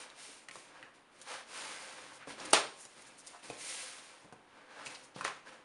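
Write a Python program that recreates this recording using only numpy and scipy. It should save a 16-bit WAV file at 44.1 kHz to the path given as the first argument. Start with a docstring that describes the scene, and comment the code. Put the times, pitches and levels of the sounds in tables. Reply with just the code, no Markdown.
"""Hands rub over a large cardboard box, close to a mono microphone in a small furnished room.
Skin and board catch and slip in strokes that rasp, hiss and drum the walls; fingers tap and brush the
panels. About 2.5 s in, a flap snaps hard against the box and the loose flaps buzz. The box is turned on
its tablecloth and takes a lighter knock near the end. Quiet room tone lies under it all."""
import sys
import numpy as np
from scipy import signal
from scipy.fft import rfft, irfft
from scipy.io import wavfile

SR = 44100
rng = np.random.default_rng(int(sys.argv[2]) if len(sys.argv) > 2 else 0)


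def master(y):
    """Save y as 16-bit WAV."""
    cut = np.clip(np.atleast_2d(y).T, -1, 1)
    pcm = np.round(cut * 32767)  # scale
    wavfile.write(sys.argv[1], SR, pcm.astype(np.int16))


N = 249033
TIME = np.arange(N) / SR

# The flap's snap and the lighter knock. Each row: start in seconds, strength in dB, panel pitch in Hz,
# its t60 in seconds, then trims in dB for the crack, the thump, the flaps' rattle and its boxy middle.
BOX_KNOCKS = [(2.5323, -9, 830, 0.016, -7, -10, -13.5, -17.5),
              (5.2491, -19.5, 1266, 0.0086, -17.5, -17.5, -23, -17.5)]


def undb(db):
    """Decibels to gain."""
    return 10 ** (np.asarray(db) / 20)


def unit(x):
    """Scale to rms 1."""
    return x / np.sqrt(np.mean(x ** 2))


def add(track, start_s, sound):
    """Mix a sound into the track at a time."""
    i = max(int(start_s * SR), 0)
    track[i:i + len(sound)] += sound[:N - i]


def through(x, response):
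    """Play a signal through an impulse response."""
    return signal.fftconvolve(x, response)[:len(x)]


def on_log_axis(hz, points):
    """Interpolate (Hz, value) points over log frequency."""
    point_hz, value = np.transpose(points)
    return np.interp(np.log(np.maximum(hz, 1)), np.log(point_hz), value)


def colour(x, points, size=4096):
    """Minimum-phase EQ through (Hz, dB) points."""
    gain = undb(on_log_axis(np.fft.rfftfreq(size, 1 / SR), points))
    cepstrum = irfft(np.log(gain))
    cepstrum[1:size // 2] *= 2
    cepstrum[size // 2 + 1:] = 0
    return through(x, irfft(np.exp(rfft(cepstrum))))


def band(x, lo_hz, hi_hz):
    """Band-pass with soft edges."""
    edges = [lo_hz, min(hi_hz, SR / 2 - 1000)]
    return signal.sosfilt(signal.butter(2, edges, "band", fs=SR, output="sos"), x)


def burst():
    """Half a second of white noise."""
    return rng.standard_normal(SR // 2)


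def fade(t60):
    """Half a second of decay, falling 60 dB every t60 seconds."""
    return np.exp(-np.log(1000) * TIME[:SR // 2] / t60)


def ring(hz, t60):
    """One struck mode."""
    return np.sin(2 * np.pi * hz * TIME[:SR // 2]) * fade(t60)


def wander(rate_hz):
    """Smooth random motion with a spread near 1."""
    knots = rng.standard_normal(N // 20)
    return np.interp(TIME * rate_hz, np.arange(len(knots)), knots)


def hand_speed(start, rise, fall):
    """A stroke eases up to full speed (1), then friction brakes it evenly to rest."""
    push = np.sin(np.pi / 2 * np.clip((TIME - start) / rise, 0, 1))
    brake = np.clip(1 - (TIME - start - rise) / fall, 0, 1)
    return push * brake


def stroke_gains():
    """Gains of rasp, hiss and drumming: the hiss needs speed, the walls answer even a slow hand."""
    # Strokes over the board. Each row: start, time speeding up and time slowing down in seconds,
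    # strength in dB, then trims in dB for the hiss and the drumming.
    strokes = [(0, 0.0017, 0.098, -53, 3, -8), (0, .06, 0.35, -56, -15, -19),
               (.14, 0.098, 0.28, -58, 7, -15), (.5, 0.056, 0.2, -61.5, 7, -8),
               (.6, 0.2, 0.16, -56, -20, -10), (.935, .012, 0.1, -71.5, 3.5, 4),
               (1.08, 0.21, .12, -62.5, 0, -4), (1.236, 0.1, 0.13, -44, -8, -20.5),
               (1.44, .17, 0.74, -47, -2.5, -12.5), (1.9, 0.054, 0.68, -57.5, -19.5, -4),
               (2.262, 0.04, .1, -47.5, -5.5, -1.5), (2.35, 0.086, 0.29, -46.5, -10, -1.5),
               (2.68, 0.14, 0.58, -63.5, 1.5, -9), (2.955, 0.018, 0.42, -58, -6, -5),
               (3.2, .1, 0.2, -59.5, 0.5, -6.5), (3.419, 0.024, 0.38, -54.5, 1, -3),
               (3.54, 0.16, 0.33, -54, 12, -9.5), (3.6, 0.26, 0.47, -54, 1.5, -15),
               (4.05, 0.11, 0.34, -63, -8, -14), (4.43, 0.18, 0.32, -59, -22, -5),
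               (4.66, 0.17, 0.18, -48.5, -17.5, -15), (4.86, 0.057, 0.24, -55, -2.5, -4.5),
               (5.14, .06, 0.27, -49, -11, -15), (5.44, 0.05, 0.17, -52, -14, -8)]
    # A hand that only holds the box still creeps: resting strengths of rasp, hiss and drumming in dB.
    hold_db = (-71.5, -85.5, -71.5)
    speed_powers = np.array([[1.18], [1.46], [0.96]])  # rasp, hiss, drumming
    energy = undb(hold_db)[:, None] ** 2
    for start, rise, fall, db, hiss_db, drum_db in strokes:
        peaks = undb([[db], [db + hiss_db], [db + drum_db]])
        energy = energy + (peaks * hand_speed(start, rise, fall) ** speed_powers) ** 2
    return np.sqrt(energy)


def slips(per_second, spread_db):
    """Fibres catch and let go: random clicks, a few much larger than the rest."""
    size = undb(spread_db * np.minimum(rng.exponential(size=N), 5))
    lets_go = rng.random(N) < per_second / SR
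    return unit(lets_go * size * rng.standard_normal(N))


def panel(x):
    """The rubbed board lifts the slips at its own broad resonances."""
    # Each row: centre in Hz, width in Hz, gain in dB.
    resonances = [(508, 90, 4), (919, 150, -2.5), (1110, 58, -9.5), (1600, 180, -8.5), (2280, 160, -4),
                  (2690, 200, 0.5)]
    return x + sum(undb(db) * signal.lfilter(*signal.iirpeak(hz, hz / width, fs=SR), x)
                   for hz, width, db in resonances)


def box_ring():
    """The walls and the air between them, answering one push."""
    # Each row: pitch in Hz, relative level in dB, t60 in seconds.
    box_modes = [(144.9, -0.5, 0.27), (230, -4.5, 0.27), (310, -8.5, 0.047), (430, -6, 0.091),
                 (505, -11, 0.16), (555.4, 8, 0.18), (689, 1.5, 0.14), (904, -6.5, 0.073),
                 (1057, -9.5, .25), (1068, 2.5, 0.39), (1323, 3.5, 0.236), (1550, -10, 0.078),
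                 (2130, -6, .2), (2310, -3, 0.32), (2484, 3.5, .2)]
    return sum(undb(db) * ring(hz, t60) for hz, db, t60 in box_modes)


def rubbing():
    """Slips rasp in the board, drum the walls and hiss at the surface; the hand moves unevenly."""
    # Tone of the board's rasp, the walls' drumming, the surface scuff and the fibres' hiss.
    # Each row: frequency in Hz, relative level in dB.
    rasp_tone = [(250, -33.5), (400, -8), (510, -1.5), (720, 1.5), (1000, 2), (1600, 2), (2600, -10),
                 (3600, -15.5), (6000, -28.5), (11000, -49)]
    drum_tone = [(40, -13), (90, -14.5), (140, -6), (220, 0), (310, 2.5), (420, -6), (600, -21),
                 (1200, -56.5)]
    scuff_tone = [(1000, -28), (2000, 0), (3000, -2.5), (4500, -4.5), (6500, -10), (9000, -14),
                  (12000, -17.5)]
    hiss_tone = [(2000, -15.5), (4000, -6), (6000, -2.5), (9000, -1), (12000, -2.5)]
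    rasp_gain, hiss_gain, drum_gain = stroke_gains()
    grip = undb(0.93 * wander(rate_hz=55))
    catches = slips(per_second=5000, spread_db=2.03)
    rasp = rasp_gain * undb(-2.0) * unit(colour(panel(catches), rasp_tone))
    in_walls = unit(catches + undb(-14.5) * unit(through(catches, box_ring())))
    drum = drum_gain * undb(-4.0) * unit(colour(in_walls, drum_tone))
    # the scuff swells about midway between the rasp and the hiss
    scuff_gain = rasp_gain * (hiss_gain / rasp_gain) ** 0.47 * undb(-0.66)
    scuff = scuff_gain * unit(colour(slips(per_second=9000, spread_db=1.1), scuff_tone))
    hiss = hiss_gain * unit(colour(slips(per_second=14000, spread_db=1.4), hiss_tone))
    return grip * (rasp + drum + scuff + hiss)


def room_tone():
    """The quiet, steady murmur of the room."""
    # Each row: frequency in Hz, relative level in dB.
    murmur_tone = [(20, 0), (60, -6), (140, -1), (350, 4.5), (1000, 2.5), (3000, -7.5), (6000, -25.5),
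                   (11000, -19)]
    return undb(-63.5) * unit(colour(rng.standard_normal(N), murmur_tone))


def spot(hz, t60, upper_db):
    """A patch of board rings in two close modes; the slow part of the push does not radiate."""
    modes = ring(hz, t60) + undb(upper_db) * ring(hz * 1.466, t60)
    return band(modes, hz / 2, hz * 3)


def taps():
    """A finger lands: a click, the spot's ring and crunch, a soft thud and a little of the whole box."""
    # Each row: start in seconds, strength in dB, spot pitch in Hz, then click and thud trims in dB.
    finger_taps = [(0.1008, -46.5, 3800, -8, -23), (0.4854, -34.5, 1930, -10, -31),
                   (0.494, -45, 2200, -16, -21), (0.511, -41.5, 2300, -4, -23),
                   (0.556, -36.5, 1120, -12, -12.5), (0.828, -38, 1900, -20, -23),
                   (1.215, -50, 7100, 4, -18), (2.273, -38, 750, -15, -8.5), (2.852, -42, 6960, -3, -14),
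                   (3.5007, -29.5, 476, -14, -12.5), (3.5, -36.5, 2420, -18, -28),
                   (4.246, -53, 824, -12, 1.5), (4.325, -43, 1053, -10.5, -4),
                   (4.8607, -35, 2210, -4.5, -15), (4.868, -34, 2620, -8.5, -23),
                   (5.161, -44.5, 418, -6, 1), (5.21, -27, 1214, -13.5, -20),
                   (5.279, -27.5, 1100, -13.5, -33)]
    # The thud of the walls. Each row: frequency in Hz, relative level in dB.
    thud_tone = [(50, -14), (105, -4), (150, 1), (200, -2), (290, -5), (420, -3.5), (800, -7.5),
                 (2000, -33.5)]
    out, box = np.zeros(N), box_ring()
    for start, db, hz, click_db, thud_db in finger_taps:
        t60 = 0.018 * (986 / hz) ** 0.3  # stiffer, higher spots ring shorter
        click = band(burst(), 750, 11000) * fade(0.033)
        crunch = unit(band(burst(), hz / 1.45, hz * 1.3)) * fade(2.5 * t60)
        thud = unit(colour(burst(), thud_tone)) * fade(0.097)
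        touched = undb(-1.5) * spot(hz, t60, upper_db=-8.5) + undb(-11) * crunch
        tap = touched + undb(click_db) * click + undb(thud_db) * thud + undb(-33) * box
        add(out, start, undb(db) * tap)
    return out


def brushes():
    """A fingertip brushes by: a short swell of slips around one pitch, quicker to start than to stop."""
    # Each row: time of the peak in seconds, rough length in seconds, strength in dB, centre in Hz.
    fingertip_brushes = [(0.291, 0.017, -58, 420), (1.222, 0.016, -57, 8500), (2.15, 0.038, -59, 8000),
                         (2.221, 0.04, -53, 1650), (2.402, 0.0076, -45, 4300), (2.457, 0.0092, -47.5, 6700),
                         (2.508, 0.0089, -44.5, 7400), (2.808, 0.066, -52.5, 10200),
                         (3.019, 0.018, -56, 10100), (3.075, 0.023, -58.5, 8900),
                         (3.192, 0.029, -54.5, 8800), (3.273, 0.014, -48.5, 7050), (3.347, 0.034, -52, 950),
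                         (4.865, 0.027, -50, 6450), (4.952, 0.014, -50.5, 3600),
                         (5.043, 0.025, -59.5, 7800), (5.157, 0.019, -56, 3830),
                         (5.245, 0.0037, -43.5, 3940)]
    out, grains = np.zeros(N), slips(per_second=9100, spread_db=1.81)
    for peak_s, length, db, hz in fingertip_brushes:
        width = length * np.where(TIME < peak_s, 0.7, 1.15)
        swell = np.exp(-2 * ((TIME - peak_s) / width) ** 2)
        out += undb(db) * swell * unit(band(grains, hz / 1.63, hz * 1.48))
    return out


def knocks():
    """An edge scrapes loose and strikes: a snap, a crack, the panel's note, a thump, the box's ring."""
    scrape_s, panel_lag_s = 0.0055, 0.0006
    out, box = np.zeros(N), box_ring()
    for start, db, hz, t60, crack_db, thump_db, _, _ in BOX_KNOCKS:
        scrape = band(rng.standard_normal(int(scrape_s * SR)), 790, 9900)
        scrape *= np.linspace(0.15, 1, len(scrape))
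        add(out, start - len(scrape) / SR, undb(db - 17) * scrape)
        snap = undb(5) * ring(hz=9000, t60=0.004)
        crack = undb(4.5) * band(burst(), 1500, 12000) * fade(0.018)
        add(out, start, undb(db + crack_db) * (snap + crack))
        # the heavy panel gives way a moment after the snap
        note = spot(hz, t60, upper_db=-5.5)
        thump = undb(thump_db) * spot(hz=442, t60=0.036, upper_db=4.0)
        body = band(thump + undb(-32.5) * box, 170, 3600)
        add(out, start + panel_lag_s, undb(db) * (note + body))
    return out


def rattles():
    """After a knock the loose flaps buzz and the room answers: a dense tail with a boxy middle."""
    # The buzz of the flaps. Each row: frequency in Hz, relative level in dB.
    buzz_tone = [(60, -30.5), (150, -16.5), (250, -11), (420, 6.5), (1100, 3.5), (2200, -1), (4000, 2),
                 (7000, -2.5), (11000, -9.5)]
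    out, onset = np.zeros(N), 1 - fade(0.0076)
    for start, db, *_, rattle_db, middle_db in BOX_KNOCKS:
        buzz = unit(colour(burst(), buzz_tone))
        early = buzz * fade(0.26)
        late = undb(-10) * band(buzz, 131, 4500) * fade(0.52)  # the treble is absorbed first
        middle = unit(band(burst(), 1000, 2580)) * fade(0.28)
        tail = undb(rattle_db) * (early + late) + undb(middle_db) * middle
        add(out, start, undb(db) * tail * onset)
    return out


def room(x, wet_db, bounce_db):
    """Direct sound, a bounce off the near wall, then a diffuse tail that dies soonest at the very top."""
    # The small room's decay. Each row: frequency in Hz, t60 in seconds.
    decay_times = [(120, 0.52), (500, 0.46), (2000, 0.36), (5000, 0.62), (10000, 0.2)]
    # Soft furniture swallows the tail's highs. Each row: frequency in Hz, gain in dB.
    furniture_tone = [(300, 0.5), (2000, 2.5), (5000, -4.5), (10000, -2.5)]
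    bounce_s = 0.0068
    tail = 0
    for hz in 90 * 2.0 ** np.arange(8):
        octave = band(burst(), hz / np.sqrt(2), hz * np.sqrt(2))
        tail = tail + octave * fade(on_log_axis(hz, decay_times))
    tail *= 1 - fade(0.016)  # the echoes take a moment to build
    tail /= np.sqrt(np.sum(tail ** 2))
    response = undb(wet_db) * colour(tail, furniture_tone)
    response[0] += 1  # direct sound
    response[int(bounce_s * SR)] += undb(bounce_db)
    return through(x, response)


def scene():
    """All the handling, heard from close by in the small room, on one channel."""
    friction = undb(-0.5) * room(rubbing() + brushes(), wet_db=-9, bounce_db=-23)
    tapping = room(taps(), wet_db=-9, bounce_db=-11.5)
    knocking = room(knocks(), wet_db=-10, bounce_db=-16)
    return (friction + tapping + knocking + rattles() + room_tone())[None]


def record(dry):
    """The small microphone dips near 8 kHz, peaks above it, rounds the hardest crack and cuts the top."""
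    # Each row: frequency in Hz, gain in dB.
    microphone_response = [(20, -6), (6800, 1.5), (7400, 1), (7900, -3.5), (8500, 3.5), (9300, 4.5),
                           (10100, 0.5), (10900, -9), (11600, -24.5)]
    ceiling, top_hz = 0.8, 11600
    coloured = np.array([colour(channel, microphone_response) for channel in dry])
    rounded = ceiling * np.tanh(coloured / ceiling)
    top_cut = signal.ellip(8, 0.2, 70, top_hz, fs=SR, output="sos")
    return signal.sosfilt(top_cut, rounded)


dry = scene()
out = record(dry)
master(out)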